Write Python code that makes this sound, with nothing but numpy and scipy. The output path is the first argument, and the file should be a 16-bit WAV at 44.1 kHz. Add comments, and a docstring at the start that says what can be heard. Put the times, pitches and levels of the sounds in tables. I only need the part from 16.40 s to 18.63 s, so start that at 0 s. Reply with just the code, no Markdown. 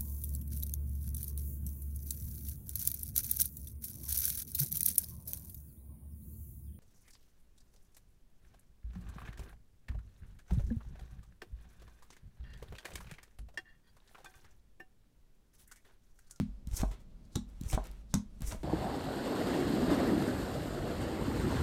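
"""In a small furnished room, a hand draws cards off a deck held just over a wooden table and snaps each one down,
close to the microphone. A draw is fingertip ticks and a papery slide (filtered noise), puffs of low air (short
cosine pulses) and a knock of the deck (decaying modes); one draw squeaks. A snap is noise cracks in the card's
modes and a ring of the tabletop. The table also hums at its lowest mode under the moving arms."""
import sys
import numpy as np
from scipy import signal
from scipy.fft import rfft, irfft, next_fast_len
from scipy.io import wavfile
from scipy.ndimage import uniform_filter1d

SR = 44100
rng = np.random.default_rng(int(sys.argv[2]) if len(sys.argv) > 2 else 0)


def makeup_ratio(level_db):
    """Linear amplitude ratio for a level in decibels (20 dB per factor of ten)."""
    decades = np.asarray(level_db, float) / 20
    return 10 ** decades


def persist_wave(psi):
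    """Save psi, clipped to +-1, as 16-bit WAV."""
    counts = np.round(np.clip(psi, -1, 1) * 32767).astype(np.int16)
    wavfile.write(sys.argv[1], SR, np.atleast_2d(counts).T)


N = 98475

# tabletop modes: (frequency [Hz], relative level [dB], decay t60 [s])
TABLE_MODES = [(92.6, -2.5, 0.2), (142, -4, 0.082), (170.3, -5.5, 0.19), (205.7, 7.5, 0.22),
               (243.3, 3, 0.22), (332, 6.5, 0.043)]
# blows on the table: (time [s], fingertip level [dB], push length [ms], card's blow re fingertip's [dB])
TABLE_BLOWS = [(-.0035, -19, 3.34, -1.5), (0.9568, -24, 1.5, -5.5), (1.7388, -17.5, 3.55, -3.5)]
# card modes: (frequency [Hz], resonance width [Hz], relative level [dB])
CARD_MODES = [(3740, 730, -3), (5760, 820, -0.5), (7400, 1800, 1), (10600, 6000, -4.5)]
# cracks of a landing card, its rebounds, and the fingertip's ticks just after: # (time [s], level [dB], added
# level of lowest card mode [dB], body level re crack [dB])
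CARD_CRACKS = [(0.9548, -32.5, 5, -11), (0.9572, -25.5, 0.5, -7.5), (0.9608, -38.5, -19, 2),
               (.9655, -43, 13.5, -7), (1.7402, -18, -8, -7), (1.7422, -23.5, -10, -9),
               (1.7485, -40, -6, -10), (1.7507, -38, 6, 0)]
# table hum under the arms: (time [s], level [dB])
HUM_LEVELS = [(0, -38), (.2, -49.5), (0.449, -37.5), (.6, -57), (.66, -57.5), (.9, -61), (1.0, -50),
              (1.15, -47), (1.4, -38.5), (1.55, -49.5), (1.7, -50), (1.85, -47.5), (2.0, -51), (2.1, -40),
              (2.233, -47)]
# spectrum of the room's steady air: (frequency [Hz], relative level [dB])
AIR_SPECTRUM = [(12, -35), (20, 25), (65, -8), (150, -15.5), (222, -15), (270, -25), (499, -34), (590, -33),
                (718, -38), (780, -39.5), (1860, -47.5), (4420, -49.5), (16000, -61)]
# reverberation time: (frequency [Hz], decay t60 [s])
ROOM_DECAY = [(300, .14), (1200, .17), (4000, .19), (8000, .16), (14000, .1)]
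# card sliding on card or wood, one list a slide: (time [s], sheen level [dB], broad rub re sheen [dB])
SLIDE_LEVELS = [
    [(.27, -85.5, 16.5), (.315, -67.5, -3.5), (.335, -54.5, -2.5), (.364, -48, -16.5), (.373, -35, -18.5),
     (.384, -48, -7), (.4, -49.5, 3.5), (.418, -51.5, 5), (.428, -65.5, -7), (.508, -70, 0),
     (.514, -62.5, 8.5), (.54, -68.5, 8), (.58, -94, 21), (.608, -73, 4.5), (.65, -100, 0)],
    [(.7, -108, -10), (.74, -100, -8), (.8, -112, -2), (.855, -75, -18), (.895, -112, 0), (.908, -83, -3),
     (.93, -67.5, -29), (.954, -66, 6)],
    [(1.07, -97, 18), (1.094, -73, 1), (1.12, -83.5, 8.5), (1.215, -79, 8.5), (1.25, -64.5, 3),
     (1.295, -52, -10.5), (1.301, -41.5, -17), (1.315, -47.5, -13), (1.33, -53.5, 12.5), (1.352, -46.5, 1),
     (1.362, -77.5, 12), (1.43, -75.5, 11), (1.456, -59.5, 4.5), (1.478, -76.5, 15), (1.62, -78, 4.5)],
    [(1.69, -82, 0), (1.71, -67, -26), (1.737, -72.5, 10.5)],
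    [(1.9, -86, 2), (2.0, -79, 4), (2.02, -67.5, 11.5), (2.068, -53.5, -5.5), (2.076, -43, -13.5),
     (2.1, -51.5, -5), (2.122, -51, 6.5), (2.146, -61, -1.5), (2.19, -74, 7.5), (2.233, -69, 1)],
]
# how far each slide's sheen is shifted: (shift [octaves])
SHEEN_SHIFTS = [-0.038, -0.49, 0.0054, -0.57, 0.012]
# sheen of the slide: (frequency before the shift [Hz], resonance width [Hz], relative level [dB])
SHEEN_PEAKS = [(5840, 1030, -1), (8000, 5300, 1.5), (13200, 1800, -11)]
# spectrum of the broad rub: (frequency [Hz], relative level [dB per Hz])
RUB_SPECTRUM = [(150, 3), (400, 3), (1000, -1.5), (2200, -5), (4000, -8), (8000, -32), (15000, -48)]
# ticks of nail and card edge: (time [s], peak level [dB], centre [Hz], fall time constant [ms])
EDGE_TICKS = [(0.2724, -41.5, 6430, 0.9), (0.289, -53, 7060, 0.77), (0.3135, -45.5, 5000, 1.1),
              (0.4171, -31.5, 4030, 0.6), (.5135, -49, 5130, 1.1), (.607, -59, 7100, .8),
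              (1.09, -60, 8000, 3.6), (1.212, -34, 7200, 1.03), (1.236, -40, 6080, .9),
              (1.2555, -51, 4060, .7), (1.331, -27, 5130, 0.18), (1.3492, -40, 4550, 1.5),
              (1.441, -43, 7600, 1.1), (1.4705, -42, 7400, 1.1), (1.5145, -46.5, 7300, 1.1),
              (2.0073, -43.5, 6800, 1.14), (2.02, -33, 9100, 1), (2.035, -50, 6000, 0.69),
              (2.1229, -32, 4130, 0.58), (2.131, -46, 6070, 0.53)]
# deck modes: (frequency [Hz], relative level [dB], decay t60 [s])
DECK_MODES = [(243, -1, 0.042), (643, 5, 0.031), (779, 0.5, 0.028), (950, 4, 0.035), (1384, -4, 0.014)]
# knocks of the deck: (time [s], peak level [dB], push length [ms])
DECK_KNOCKS = [(0.4322, -28, 0.56), (0.4348, -22.5, 0.51), (.514, -46.5, 1.13), (1.089, -53, 1.9),
               (1.331, -28, 0.76), (1.3768, -20, 0.51), (1.3794, -30, 0.64), (2.124, -32, 0.62),
               (2.147, -33, 1.6)]
# squeak of a card edge: (level [dB], start frequency [Hz], end frequency [Hz], length [s])
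EDGE_SQUEAK = (-46, 2000, 2750, .008)
# puffs of low air: (time [s], peak level [dB], frequency [Hz], 1 towards the microphone or -1 away)
AIR_PUFFS = [(0.275, -31.5, 131, -1), (0.284, -32, 61, 1), (0.319, -31.5, 52.3, 1), (0.339, -24, 50, 1),
             (0.404, -30, 47.3, -1), (.421, -25, 50, 1), (0.4341, -19.5, 159, -1), (0.514, -38, 107, -1),
             (0.9612, -25, 75, 1), (1.215, -28, 156, -1), (1.239, -33.5, 131, -1), (1.266, -28, 63, -1),
             (1.337, -22.5, 91.4, -1), (1.349, -20, 54.7, 1), (1.3763, -26, 150, -1),
             (1.403, -44, 35.3, -1), (2.009, -36.5, 163, -1), (2.022, -30, 125, -1), (2.035, -34, 59.3, 1),
             (2.046, -28, 57.5, -1), (2.088, -31, 31, -1), (2.131, -33, 76, -1), (2.193, -35.5, 31.8, -1)]

CRACK_RISE_S, CRACK_FALL_S = 0.00035, 0.0011  # time constants
FINGER_DELAY_S, TABLE_BLOOM_S = 0.006854, 0.0013  # the fingertip lands after the card; the ring swells in
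HUM_HZ, HUM_WIDTH_HZ = 47, 10  # one resonance, applied twice
AIR_DB = -52.5
ROOM_DB, ROOM_DELAY_S, ROOM_TILT_DB_PER_OCT = -10, 0.0053, -1.5
GRAIN_DB, GRAINS_PER_S = 1.5, 14000  # mean of the uneven grain boosts, grain density
CATCH_DB, CATCH_PER_S = 1.5, 350  # depth and rate of catching and slipping
SQUEAK_S = 1.298
PUFF_CYCLES = 0.36  # from a puff's peak to where its envelope is 1/e
TOP_HZ = 16300


def unit(x):
    """Normalisation to unit root-mean-square."""
    return x / np.sqrt(np.mean(x ** 2))


def unit_peak(x):
    """Normalisation to unit peak."""
    return x / np.abs(x).max()


def shape(x, gain):
    """Linear filtering: the spectrum is multiplied by a gain that is a function of frequency."""
    size = next_fast_len(len(x) + 4096)
    hz = np.arange(size // 2 + 1) * SR / size + 0.00071  # never exactly zero
    return irfft(rfft(x, size) * gain(hz), size)[:len(x)]


def peak(hz, width_hz):
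    """Resonance of a damped oscillator, gain 1 at the centre."""
    return lambda f: 1 / (1 + 1j * (f / hz - hz / f) * hz / width_hz)


def curve(points):
    """Spectral envelope: gain interpolated in dB over log frequency through (frequency [Hz], level [dB])."""
    hz, db = np.array(points, float).T
    return lambda f: makeup_ratio(np.interp(np.log(f), np.log(hz), db))


def add(out, at_s, sound):
    """Superposition: mix a sound in at a time, cutting what falls outside."""
    i = int(round(at_s * SR))
    part = sound[max(-i, 0):N - i]
    out[max(i, 0):max(i, 0) + len(part)] += part


def walk(rate):
    """Random modulation: levels held 1 / rate s, then slewed by a moving average."""
    hold = int(SR / rate)
    steps = np.repeat(rng.standard_normal(N // hold + 1), hold)
    return 1.2 * uniform_filter1d(steps, hold)[:N]


def ring(modes, push_ms, spread_db, bloom_s):
    """Modal excitation: a half-sine push rings decaying modes, their levels varied per blow; peak 1."""
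    t = np.arange(int(.5 * SR)) / SR
    vary = spread_db * rng.standard_normal(len(modes))
    y = np.zeros(len(t))
    for (hz, db, t60), change in zip(modes, vary):
        decay = np.exp(-np.log(1000) * t / t60)
        y += makeup_ratio(db + change) * np.sin(2 * np.pi * hz * t) * decay
    push = np.sin(np.pi * np.clip(t[:400] * 1000 / push_ms, 0, 1))
    return unit_peak(np.convolve(y * (1 - np.exp(-t / bloom_s)), push)[:len(t)])


def burst(hz, width_hz, rise_s, fall_s):
    """Transient band noise: a short spit round a centre; peak 1."""
    t = np.arange(1500) / SR
    noise = shape(rng.standard_normal(len(t)), lambda f: peak(hz, width_hz)(f) ** 2)
    return unit_peak(noise * (1 - np.exp(-t / rise_s)) ** 2 * np.exp(-t / fall_s))


def thud(hz, width_hz):
    """Impulse response: one push through a broad resonance; peak 1."""
    impulse = 1. * (np.arange(1500) == 0)
    return unit_peak(shape(impulse, lambda f: peak(hz, width_hz)(f) ** 2))


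def table_rings():
    """Modal ringing of a struck plate: the card's blow, then the fingertip's, on the tabletop."""
    out = np.zeros(N)
    for at, table_db, push_ms, card_db in TABLE_BLOWS:
        body = ring(TABLE_MODES, push_ms, 1.0, TABLE_BLOOM_S)
        add(out, at, -makeup_ratio(table_db + card_db) * body)
        add(out, at + FINGER_DELAY_S, -makeup_ratio(table_db) * body)
    return out


def background():
    """Resonance driven by noise: the table's hum on its level curve, over the room's steady air."""
    s, db = np.array(HUM_LEVELS, float).T
    hum = unit(shape(rng.standard_normal(N), lambda f: peak(HUM_HZ, HUM_WIDTH_HZ)(f) ** 2))
    hum = hum * makeup_ratio(np.interp(np.arange(N) / SR, s, db))
    low_cut = lambda f: f ** 2 / (f ** 2 + 60 ** 2)
    air = unit(shape(rng.standard_normal(N), lambda f: curve(AIR_SPECTRUM)(f) * low_cut(f)))
    return hum + air * makeup_ratio(AIR_DB + 1.0 * walk(5.5))


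def room(x):
    """Diffuse reverberation: convolution with noise bands, each decaying at its own t60."""
    t = np.arange(int(.4 * SR)) / SR
    tail = np.zeros(len(t))
    decay_hz, decay_s = np.array(ROOM_DECAY).T
    for hz in 250 * 2. ** np.arange(7):
        t60 = np.interp(np.log(hz), np.log(decay_hz), decay_s)
        band = shape(rng.standard_normal(len(t)), lambda f: peak(hz, hz)(f) ** 2)
        tilt = makeup_ratio(ROOM_TILT_DB_PER_OCT * np.log2(hz / 4000))
        tail += band * tilt * np.exp(-np.log(1000) * t / t60)
    tail *= np.clip(t / ROOM_DELAY_S - .5, 0, 1)  # fades in from 0.5 to 1.5 delays
    return makeup_ratio(ROOM_DB) * signal.fftconvolve(x, tail / np.sqrt(np.sum(tail ** 2)))[:len(x)]


def grains():
    """Stick-slip friction: dense random grains of uneven size, catching and slipping."""
    hits = (rng.random(N) < GRAINS_PER_S / SR) * rng.standard_normal(N)
    uneven = makeup_ratio(GRAIN_DB * rng.exponential(size=N))
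    return hits * uneven * makeup_ratio(CATCH_DB * walk(CATCH_PER_S))


def slides():
    """Friction noise: grains radiate through a bright resonant sheen and a broad rub."""
    t, out = np.arange(N) / SR, np.zeros(N)
    for rows, octaves in zip(SLIDE_LEVELS, SHEEN_SHIFTS):
        s, db, rub_db = np.array(rows, float).T
        colour = lambda f: sum(makeup_ratio(level) * np.abs(peak(hz * 2 ** octaves, width)(f)) ** 2
                               for hz, width, level in SHEEN_PEAKS)
        sheen = unit(shape(grains(), colour))
        rub = unit(shape(grains(), curve(RUB_SPECTRUM)))
        level = makeup_ratio(np.interp(t, s, db, -140, -140))
        out += level * (sheen + makeup_ratio(np.interp(t, s, rub_db)) * rub)
    return out


def ticks():
    """Impact transients: nail and card edge give short spits of band noise."""
    out = np.zeros(N)
    for at, db, hz, ms in EDGE_TICKS:
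        add(out, at - .0004, makeup_ratio(db) * burst(hz, 1.8 * hz, .0001, ms / 1000))
    return out


def puffs():
    """Displaced air: a flicked card pushes about one cycle of low air at the microphone."""
    out = np.zeros(N)
    for at, db, hz, way in AIR_PUFFS:
        cycles = np.arange(-4000, 4000) / SR * hz
        pulse = np.cos(2 * np.pi * cycles) * np.exp(-(cycles / PUFF_CYCLES) ** 2)
        add(out, at - 4000 / SR, way * makeup_ratio(db) * pulse)
    return out


def knocks():
    """Modal ringing of a stack: short pushes set off the deck's decaying modes."""
    out = np.zeros(N)
    for at, db, push_ms in DECK_KNOCKS:
        add(out, at, makeup_ratio(db) * ring(DECK_MODES, push_ms, 2.0, .0001))
    return out


def crack(low_db):
    """Modal excitation by impact: spits of noise in the card's modes, the lowest raised by low_db."""
    out = np.zeros(1500)
    for k, (hz, width_hz, db) in enumerate(CARD_MODES):
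        out += makeup_ratio(db + low_db * (k == 0)) * burst(hz, width_hz, CRACK_RISE_S, CRACK_FALL_S)
    return out / 2


def cracks():
    """Successive impacts: the card lands and rebounds, then the fingertip ticks; each a crack with a lower
    body."""
    out = np.zeros(N)
    for at, db, low_db, body_db in CARD_CRACKS:
        add(out, at, makeup_ratio(db) * (crack(low_db) + makeup_ratio(body_db) * thud(800, 1200)))
    return out


def squeak():
    """Frequency glide: a card edge gives a short rising tone, roughened by random modulation."""
    out = np.zeros(N)
    db, low_hz, high_hz, length_s = EDGE_SQUEAK
    part = np.linspace(0, 1, int(length_s * SR))
    phase = 2 * np.pi * np.cumsum(low_hz + (high_hz - low_hz) * part) / SR
    rough = 1 + 1.3 * walk(630)[:len(part)]
    add(out, SQUEAK_S, makeup_ratio(db) * np.sin(np.pi * part) * rough * np.sin(phase))
    return out


def scene():
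    """Superposition of direct and reverberant sound, with table, puffs and background left dry."""
    # the first snap's crack falls before the start, so of that crack only the room tail sounds
    early = np.zeros(N)
    add(early, 0, makeup_ratio(-21.5) * thud(1200, 8500))
    near = slides() + ticks() + knocks() + cracks() + squeak()
    mix = near + room(near + early) + table_rings() + puffs() + background()
    return mix[None]


def band_limit(x):
    """A steep low-pass at the top of the band."""
    return signal.sosfilt(signal.butter(12, 16190, fs=SR, output="sos"), x)


def record(dry):
    """Band limiting: a steep low-pass cuts the top of the finished mix."""
    low_pass = signal.butter(6, TOP_HZ, fs=SR, output="sos")
    mix = signal.sosfilt(low_pass, dry)
    return band_limit(mix)


dry = scene()
out = record(dry)
persist_wave(out)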